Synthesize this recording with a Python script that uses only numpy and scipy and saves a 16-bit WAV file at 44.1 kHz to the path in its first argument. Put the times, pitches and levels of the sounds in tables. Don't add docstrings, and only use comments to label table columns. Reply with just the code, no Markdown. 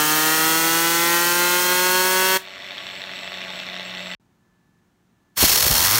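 import sys
import numpy as np
from scipy import signal
from scipy.fft import rfft, irfft, next_fast_len
from scipy.io import wavfile

SR = 44100
rng = np.random.default_rng(int(sys.argv[2]) if len(sys.argv) > 2 else 0)


def transcribe(signal):
    frames = np.atleast_2d(signal).T
    limited = np.clip(frames, -1, 1)
    pcm = np.round(limited * 32767).astype(np.int16)
    wavfile.write(sys.argv[1], SR, pcm)


N = 264140
TIME = np.arange(N) / SR
SIZE = next_fast_len(N, real=True)
FREQS = np.maximum(np.arange(SIZE // 2 + 1) * SR / SIZE, 1)
CUTOFF_HZ = 15780
AIR_OFF_S, BREAK_START_S, BREAK_END_S, RESTART_S = 2.372, 4.15, 4.198, 5.3605


def db_gain(db):
    return 10 ** (np.asarray(db) / 20)


def unit_power(x):
    return x / np.sqrt(np.mean(x ** 2) + 1e-20)


def time_since(start_s):
    return np.maximum(TIME - start_s, 0)


def apply_response(x, response):
    return irfft(rfft(x, SIZE) * response, SIZE)[:N]


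def peaks_db(peaks):
    return sum(db * np.exp(-np.minimum(((FREQS - hz) / width) ** 2, 20)) for hz, width, db in peaks)


def gain_curve(spectrum, peaks=()):
    hz, db = np.transpose(spectrum)
    return db_gain(np.interp(np.log(FREQS), np.log(hz), db) + peaks_db(peaks)) * (FREQS < CUTOFF_HZ)


def ringing_response(gain):
    cepstrum = irfft(np.log(np.maximum(gain, 1e-4 * gain.max())))
    half = len(cepstrum) // 2
    return np.exp(rfft(np.r_[cepstrum[0], 2 * cepstrum[1:half]], 2 * half))


def curve_noise(gain, above_hz=0):
    rms = np.sqrt(np.mean((gain * (FREQS > above_hz)) ** 2))
    return apply_response(rng.standard_normal(N), gain) / rms


def slow_sway(rate_hz, hop=16):
    size = next_fast_len(N // hop + 2, real=True)
    hz = np.arange(size // 2 + 1) * SR / hop / size
    slow = irfft(rfft(rng.standard_normal(size)) / (1 + (hz / rate_hz) ** 2), size)
    return np.interp(np.arange(N) / hop, np.arange(size), unit_power(slow))


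def hit_envelope(start_s, decay_s, rise_s=.0004):
    age = time_since(start_s)
    return (1 - np.exp(-age / rise_s)) * np.exp(-np.minimum(age / decay_s, 50))


def spell_envelope(rows, floor_db, edge_s):
    gain = db_gain(floor_db)
    for start, length, db in rows:
        inside_s = np.minimum(TIME - start, start + length - TIME)
        gain = np.maximum(gain, db_gain(db) * np.clip(.5 + inside_s / edge_s, 0, 1))
    return gain


# f/Hz, relative density/dB
ROOM_SPECTRUM = [(25, -14), (60, -7), (130, -4.5), (200, -2.5), (330, -8.5), (480, -18), (900, -16),
                 (1500, -19.5), (2400, -25.5), (4000, -28.5), (4900, -31.5), (6500, -29.5), (10400, -37.5),
                 (15700, -36.5)]
# f/Hz, level/dB
ROOM_HUM = [(118.4, -77.5), (178.5, -72), (226, -80), (360.7, -79)]
# t/s, length/s, level/dB
WHINE_SPELLS = [(4.4, .45, -75.5), (5.12, .3, -77)]

def workshop(air_db=-64.5, whine_hz=1739, waver_rad=.6):
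    hum = sum(db_gain(db) * np.sin(2 * np.pi * hz * TIME + waver_rad * slow_sway(3.5))
              for hz, db in ROOM_HUM)
    whine = np.sin(2 * np.pi * whine_hz * TIME + waver_rad * slow_sway(8))
    whine *= spell_envelope(WHINE_SPELLS, floor_db=-86, edge_s=.12)
    return db_gain(air_db) * curve_noise(gain_curve(ROOM_SPECTRUM)) + np.sqrt(2) * (hum + whine)


# t/s, level/dB, decay/s, top f/Hz
BUFFETS = [(5.427, -14, 0.0067, 744), (5.438, -10.5, 0.0039, 480), (5.446, -28, 0.0067, 150),
           (5.627, -26, 0.024, 110), (5.664, -22, 0.0091, 497), (5.699, -20, 0.02, 120),
           (5.711, -21, 0.014, 260), (5.819, -24, 0.0075, 150)]

def air_buffets(low_hz=32):
    air = rng.standard_normal(N)
    thuds = np.zeros(N)
    for start, db, decay, top_hz in BUFFETS:
        band = signal.butter(2, [low_hz, top_hz], "band", fs=SR, output="sos")
        thuds += db_gain(db) * hit_envelope(start, decay) * unit_power(signal.sosfilt(band, air))
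    return thuds


# f/Hz, relative level/dB
SQUEAL_PARTIALS = [(7574, -4), (7768, -4.5), (7952, -13.5), (12890, -17), (13254, -18.5), (15010, -21),
                   (15197, -21), (15380, -22), (15570, -22)]
# t/s, length/s, level/dB
SQUEAL_SPELLS = [(2.81, 0.23, -55.5), (3.14, .26, -56), (3.43, .05, -58), (3.505, 0.14, -55),
                 (3.84, 0.059, -53), (3.965, .185, -54)]

def bearing_squeal(waver_rad=.68, waver_at_hz=7800, sputter_db=3.5):
    waver = waver_rad * slow_sway(35)
    squeal = np.zeros(N)
    for hz, db in SQUEAL_PARTIALS:
        phase = 2 * np.pi * hz * TIME + waver * hz / waver_at_hz
        squeal += db_gain(db + sputter_db * slow_sway(38)) * np.sin(phase)
    return np.sqrt(2) * spell_envelope(SQUEAL_SPELLS, floor_db=-64, edge_s=.02) * squeal


def whirl_build_up(full_db, rise_db, tau_s, delay_s=.095):
    return db_gain(full_db - rise_db * np.exp(-time_since(AIR_OFF_S + delay_s) / tau_s))


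# multiple of turn rate, relative level/dB
UNBALANCE_HARMONICS = [(1, 3), (2, -34), (3, -14)]
# multiple of turn rate, level/dB
FAN_HARMONICS = [(2, -59.5), (3, -58), (6, -58)]

def rotor_hum(turns):
    hum, fan = (sum(db_gain(db) * np.sin(2 * np.pi * k * turns) for k, db in table)
                for table in (UNBALANCE_HARMONICS, FAN_HARMONICS))
    return np.sqrt(2) * (whirl_build_up(full_db=-36.5, rise_db=32, tau_s=1.46) * hum + fan)


# angle/turns (0-2), relative level/dB
WHIRL_FORCE = [(0, -6), (.2, -1.5), (.36, 11), (.56, 4), (.8, -2), (1.1, -7.5), (1.26, -2), (1.5, 3.5),
               (1.8, -7)]
# t/s, relative level/dB
HARD_KNOCKS = [(2.78, -14.5), (2.867, -14.5), (3.4077, -22), (3.599, -13), (3.8701, -26), (4.12, -16)]
# f/Hz, relative level/dB
HOLDER_SPECTRUM = [(30, -16), (100, -2.5), (250, -2), (900, -6), (1500, -1.5), (2000, 2), (3600, 0),
                   (4400, -2.5), (4850, -16.5), (6500, -17), (8300, -23), (11000, -27.5), (12400, -29.5),
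                   (15700, -27)]
# f/Hz, width/Hz, gain/dB
HOLDER_RESONANCES = [(587, 27, 10), (675, 64, 12), (863, 24, 10.5), (1090, 19, -12), (1110, 29, 8),
                     (1990, 53, 4.5), (2670, 19, 8), (2930, 47, 1), (3170, 41, -5), (3440, 43, 4.5),
                     (3510, 37, 3.5), (3720, 61, 6), (3900, 140, -3), (5470, 320, 9), (13100, 320, 16),
                     (15200, 400, 6)]

def axle_rattle(turns, knock_db=-1.5, hard_db=-5, scrape_db=-4, uneven_db=2.14, jitter_turns=.039):
    level = whirl_build_up(full_db=-34.4, rise_db=7.1, tau_s=.19) * db_gain(.5 * slow_sway(3))
    angle = turns + 1 / 4
    turn = angle.astype(int)
    per_turn = rng.uniform(-1, 1, (turn.max() + 1, 2)) * np.sqrt(3)
    strength, timing = per_turn[turn].T
    contact_db = np.interp(angle + jitter_turns * timing, *np.transpose(WHIRL_FORCE), period=2)
    whirl_force = level * db_gain(knock_db + contact_db + uneven_db * strength)
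    hard_force = sum(db_gain(db + hard_db) * hit_envelope(t, decay_s=.0023) for t, db in HARD_KNOCKS)
    knock_band = 1 / (1 + 1200 / (1j * FREQS)) / (1 + (FREQS / 8000) ** 4)
    scrape_band = 1 / (1 + 1j * FREQS / 14000)
    knocks = apply_response(np.maximum(whirl_force, hard_force) * rng.standard_normal(N), knock_band)
    scrape = apply_response(level * db_gain(scrape_db) * rng.standard_normal(N), scrape_band)
    holder = ringing_response(unit_power(gain_curve(HOLDER_SPECTRUM, HOLDER_RESONANCES)))
    return apply_response(knocks + scrape, holder)


def trigger_valve(shut_s=.0036, open_s=.0032, lag_s=.013, tail_db=-11, tail_t60_s=.18):
    off_s = time_since(AIR_OFF_S)
    closing = np.maximum(np.exp(-off_s / shut_s), db_gain(tail_db - 60 * off_s / tail_t60_s))
    opening = 1 / (1 + np.exp(np.minimum((RESTART_S + lag_s - TIME) / open_s, 50)))
    return closing + opening


def hose_surge_db(peak_db=7, delay_s=.048, rise_s=.012, fall_s=.04):
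    age = TIME - RESTART_S - delay_s
    return peak_db * np.exp(-np.abs(age) / np.where(age < 0, rise_s, fall_s))


# f/Hz, relative density/dB
FAST_JET_SPECTRUM = [(25, -19), (90, -13), (250, -2.5), (700, -2.5), (1600, 0.5), (3000, -1.5), (7500, 0),
                     (9000, 0), (10400, 1), (12000, -1), (14000, 1.5), (15700, 2)]
# f/Hz, relative density/dB
SLOW_JET_SPECTRUM = [(25, -4), (55, 3), (100, -1.5), (350, -7), (1000, 0), (2000, 1.5), (3200, 1),
                     (7500, 1), (9000, -1.5), (10400, 5), (11500, 3), (13500, 2.5), (15700, 3.5)]
# f/Hz, width/Hz, fast-rotor gain/dB, slow-rotor gain/dB
ROTOR_CAVITIES = [(2350, 190, -1.5, -2.5), (3200, 130, 1.5, 2), (4336, 170, 3.5, 8), (5030, 140, -1, 2.5),
                  (5450, 170, 3, 7.5), (6310, 630, 3, 3), (7250, 270, -0.5, -1.5), (8250, 130, 1.5, 0.5),
                  (9050, 220, 1, 4), (10450, 560, -6, -7), (15150, 160, 1, -4)]
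# angle/turns (0-1), level/dB at depth 1
NOZZLE_CHOP = [(0, -0.5), (.1, -4.5), (.23, -5), (.38, 0), (.55, -1.8), (.8, 3)]

def jet_hiss(turns, first_run, first_db=-22, restart_db=-18.5, sag_db_per_s=.75):
    chop_db = np.interp(turns, *np.transpose(NOZZLE_CHOP), period=1)

    def chopped_jet(spectrum, cavities, blow_db, chop_depth, flutter_db):
        level_db = blow_db + chop_depth * chop_db + flutter_db * slow_sway(69)
        return db_gain(level_db) * curve_noise(gain_curve(spectrum, cavities), above_hz=6500)

    fast_cavities = [(hz, width, db) for hz, width, db, _ in ROTOR_CAVITIES]
    slow_cavities = [(hz, width, db) for hz, width, _, db in ROTOR_CAVITIES]
    fast_db = first_db - sag_db_per_s * TIME
    slow_db = restart_db - sag_db_per_s * time_since(RESTART_S) + hose_surge_db()
    fast = chopped_jet(FAST_JET_SPECTRUM, fast_cavities, fast_db, chop_depth=.45, flutter_db=0)
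    slow = chopped_jet(SLOW_JET_SPECTRUM, slow_cavities, slow_db, chop_depth=1.07, flutter_db=1.04)
    return np.where(first_run, fast, slow)


def puff_train(harmonics, turns, lag_turns=.2985, lag_harmonics=14, size=512):
    multiple, db = np.transpose(harmonics)
    k = np.arange(size // 2 + 1)
    gain = db_gain(np.interp(k, multiple, db - db.max(), left=-20, right=-60))
    spectrum = ringing_response(np.maximum(gain, db_gain(-26.5)))
    chirp = np.exp(-2j * np.pi * lag_turns * lag_harmonics * (1 - np.exp(-k / lag_harmonics)))
    pulse = unit_power(irfft(spectrum * chirp * (k > 0) * (k <= multiple.max())))
    return np.interp(turns % 1 * size, np.arange(size), pulse)


def echo_shimmer(x, depth=.2, rate_hz=3, above_hz=1500):
    treble = apply_response(x, 1 / (1 + (above_hz / FREQS) ** 4))
    lags_s = np.geomspace(.0007, .0031, 3)
    return x + depth * sum(slow_sway(rate_hz) * np.interp(TIME - lag, TIME, treble) for lag in lags_s)


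# multiple of turn rate, relative level/dB
SLOW_HARMONICS = [(1, 5), (2, -3), (5, -12.5), (8, -1), (12, 5.5), (15, -7), (20, -1), (30, -30)]
# multiple of turn rate, relative level/dB
MID_HARMONICS = [(1, -9.5), (2, -3), (3, -12.5), (4, -15.5), (5, -3.5), (6, -2.5), (7, -8.5), (8, 0),
                 (9, -2.5), (10, -7.5), (11, -2.5), (12, -2), (13, -8.5), (14, -10.5), (15, -8),
                 (16, -18.5), (17, -9), (18, -11), (19, -14.5), (20, -6), (21, -10.5), (22, -20), (23, -14),
                 (24, -16.5), (25, -20), (26, -8), (27, -11.5), (28, -14)]
# multiple of turn rate, relative level/dB
FAST_HARMONICS = [(1, -9), (2, 2.5), (3, -0.5), (4, -8.5), (5, 3.5), (6, 0.5), (7, -4.5), (8, 2.5),
                  (9, 1.5), (10, -6.5), (11, -2.5), (12, -5), (13, -13), (14, -4.5), (15, -4.5), (16, -15),
                  (17, -5), (18, -3.5), (19, -15), (20, -21), (21, -12), (22, -12.5), (23, 0.5), (24, -7.5),
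                  (25, -17), (26, -22.5), (27, -27.5), (28, -19), (29, -8.5), (30, -21)]
# f/Hz, width/Hz, gain/dB
BENCH_RESONANCES = [(326, 22, 3), (476.3, 25, 8.5), (657, 35, 7.5), (693, 42, -14.5), (816, 20, -0.5),
                    (1290, 17, 0), (1335, 16, -1.5), (1798, 45, -3.5), (1895, 25, 5), (2424, 35, -0.5),
                    (2930, 55, -4), (3220, 36, 4.5), (3540, 30, 5), (4040, 160, -4), (4285, 52, -6),
                    (4900, 61, -1), (5450, 120, 2)]

def rotor_buzz(speed_hz, turns, base_db=-20.5, base_hz=175, db_per_octave=8,
               lead_turns=.1, wobble_turns=.0011, flutter_db=.75):
    angle = turns + lead_turns + wobble_turns * slow_sway(60)
    blend_hz = [120, 152, 163, 183]
    blends = ((SLOW_HARMONICS, [1, 0, 0, 0]), (MID_HARMONICS, [0, 1, 1, 0]),
              (FAST_HARMONICS, [0, 0, 0, 1]))
    puffs = sum(np.interp(speed_hz, blend_hz, shares) * puff_train(harmonics, angle)
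                for harmonics, shares in blends)
    octaves = np.log2(np.maximum(speed_hz, 1) / base_hz)
    level_db = base_db + db_per_octave * octaves + flutter_db * slow_sway(20)
    bench = ringing_response(db_gain(peaks_db(BENCH_RESONANCES)))
    return apply_response(echo_shimmer(puffs) * db_gain(level_db), bench)


def rotor_motion(first_run, start_hz=151.8, limit_hz=258.7, tau_s=5.6,
                 friction_hz_per_s=3.7, restart_hz_per_s=189.5):
    driven_hz = limit_hz - (limit_hz - start_hz) * np.exp(-np.minimum(TIME, AIR_OFF_S) / tau_s)
    first_hz = driven_hz - friction_hz_per_s * time_since(AIR_OFF_S)
    restart_hz = restart_hz_per_s * time_since(RESTART_S)
    speed_hz = np.where(first_run, first_hz, restart_hz)
    turns = np.where(first_run, np.cumsum(first_hz), np.cumsum(restart_hz)) / SR
    return speed_hz, turns


def scene():
    first_run = TIME < BREAK_START_S
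    speed_hz, turns = rotor_motion(first_run)
    valve = trigger_valve()
    air = valve * (jet_hiss(turns, first_run) + rotor_buzz(speed_hz, turns))
    coasting = first_run * np.clip(1 - valve, 0, 1)
    bearing = coasting * (axle_rattle(turns) + rotor_hum(turns) + bearing_squeal())
    audible = first_run | (TIME > BREAK_END_S)
    return np.tile(audible * (air + bearing + air_buffets() + workshop()), (2, 1))


def record(dry, low_hz=32, ceiling=.7):
    highpass = signal.butter(4, low_hz, "high", fs=SR, output="sos")
    lowpass = signal.ellip(12, .1, 90, CUTOFF_HZ, fs=SR, output="sos")
    heard = signal.sosfilt(highpass, dry)
    rounded = heard / (1 + (heard / ceiling) ** 4) ** (1 / 4)
    return signal.sosfilt(lowpass, rounded)


dry = scene()
out = record(dry)
transcribe(out)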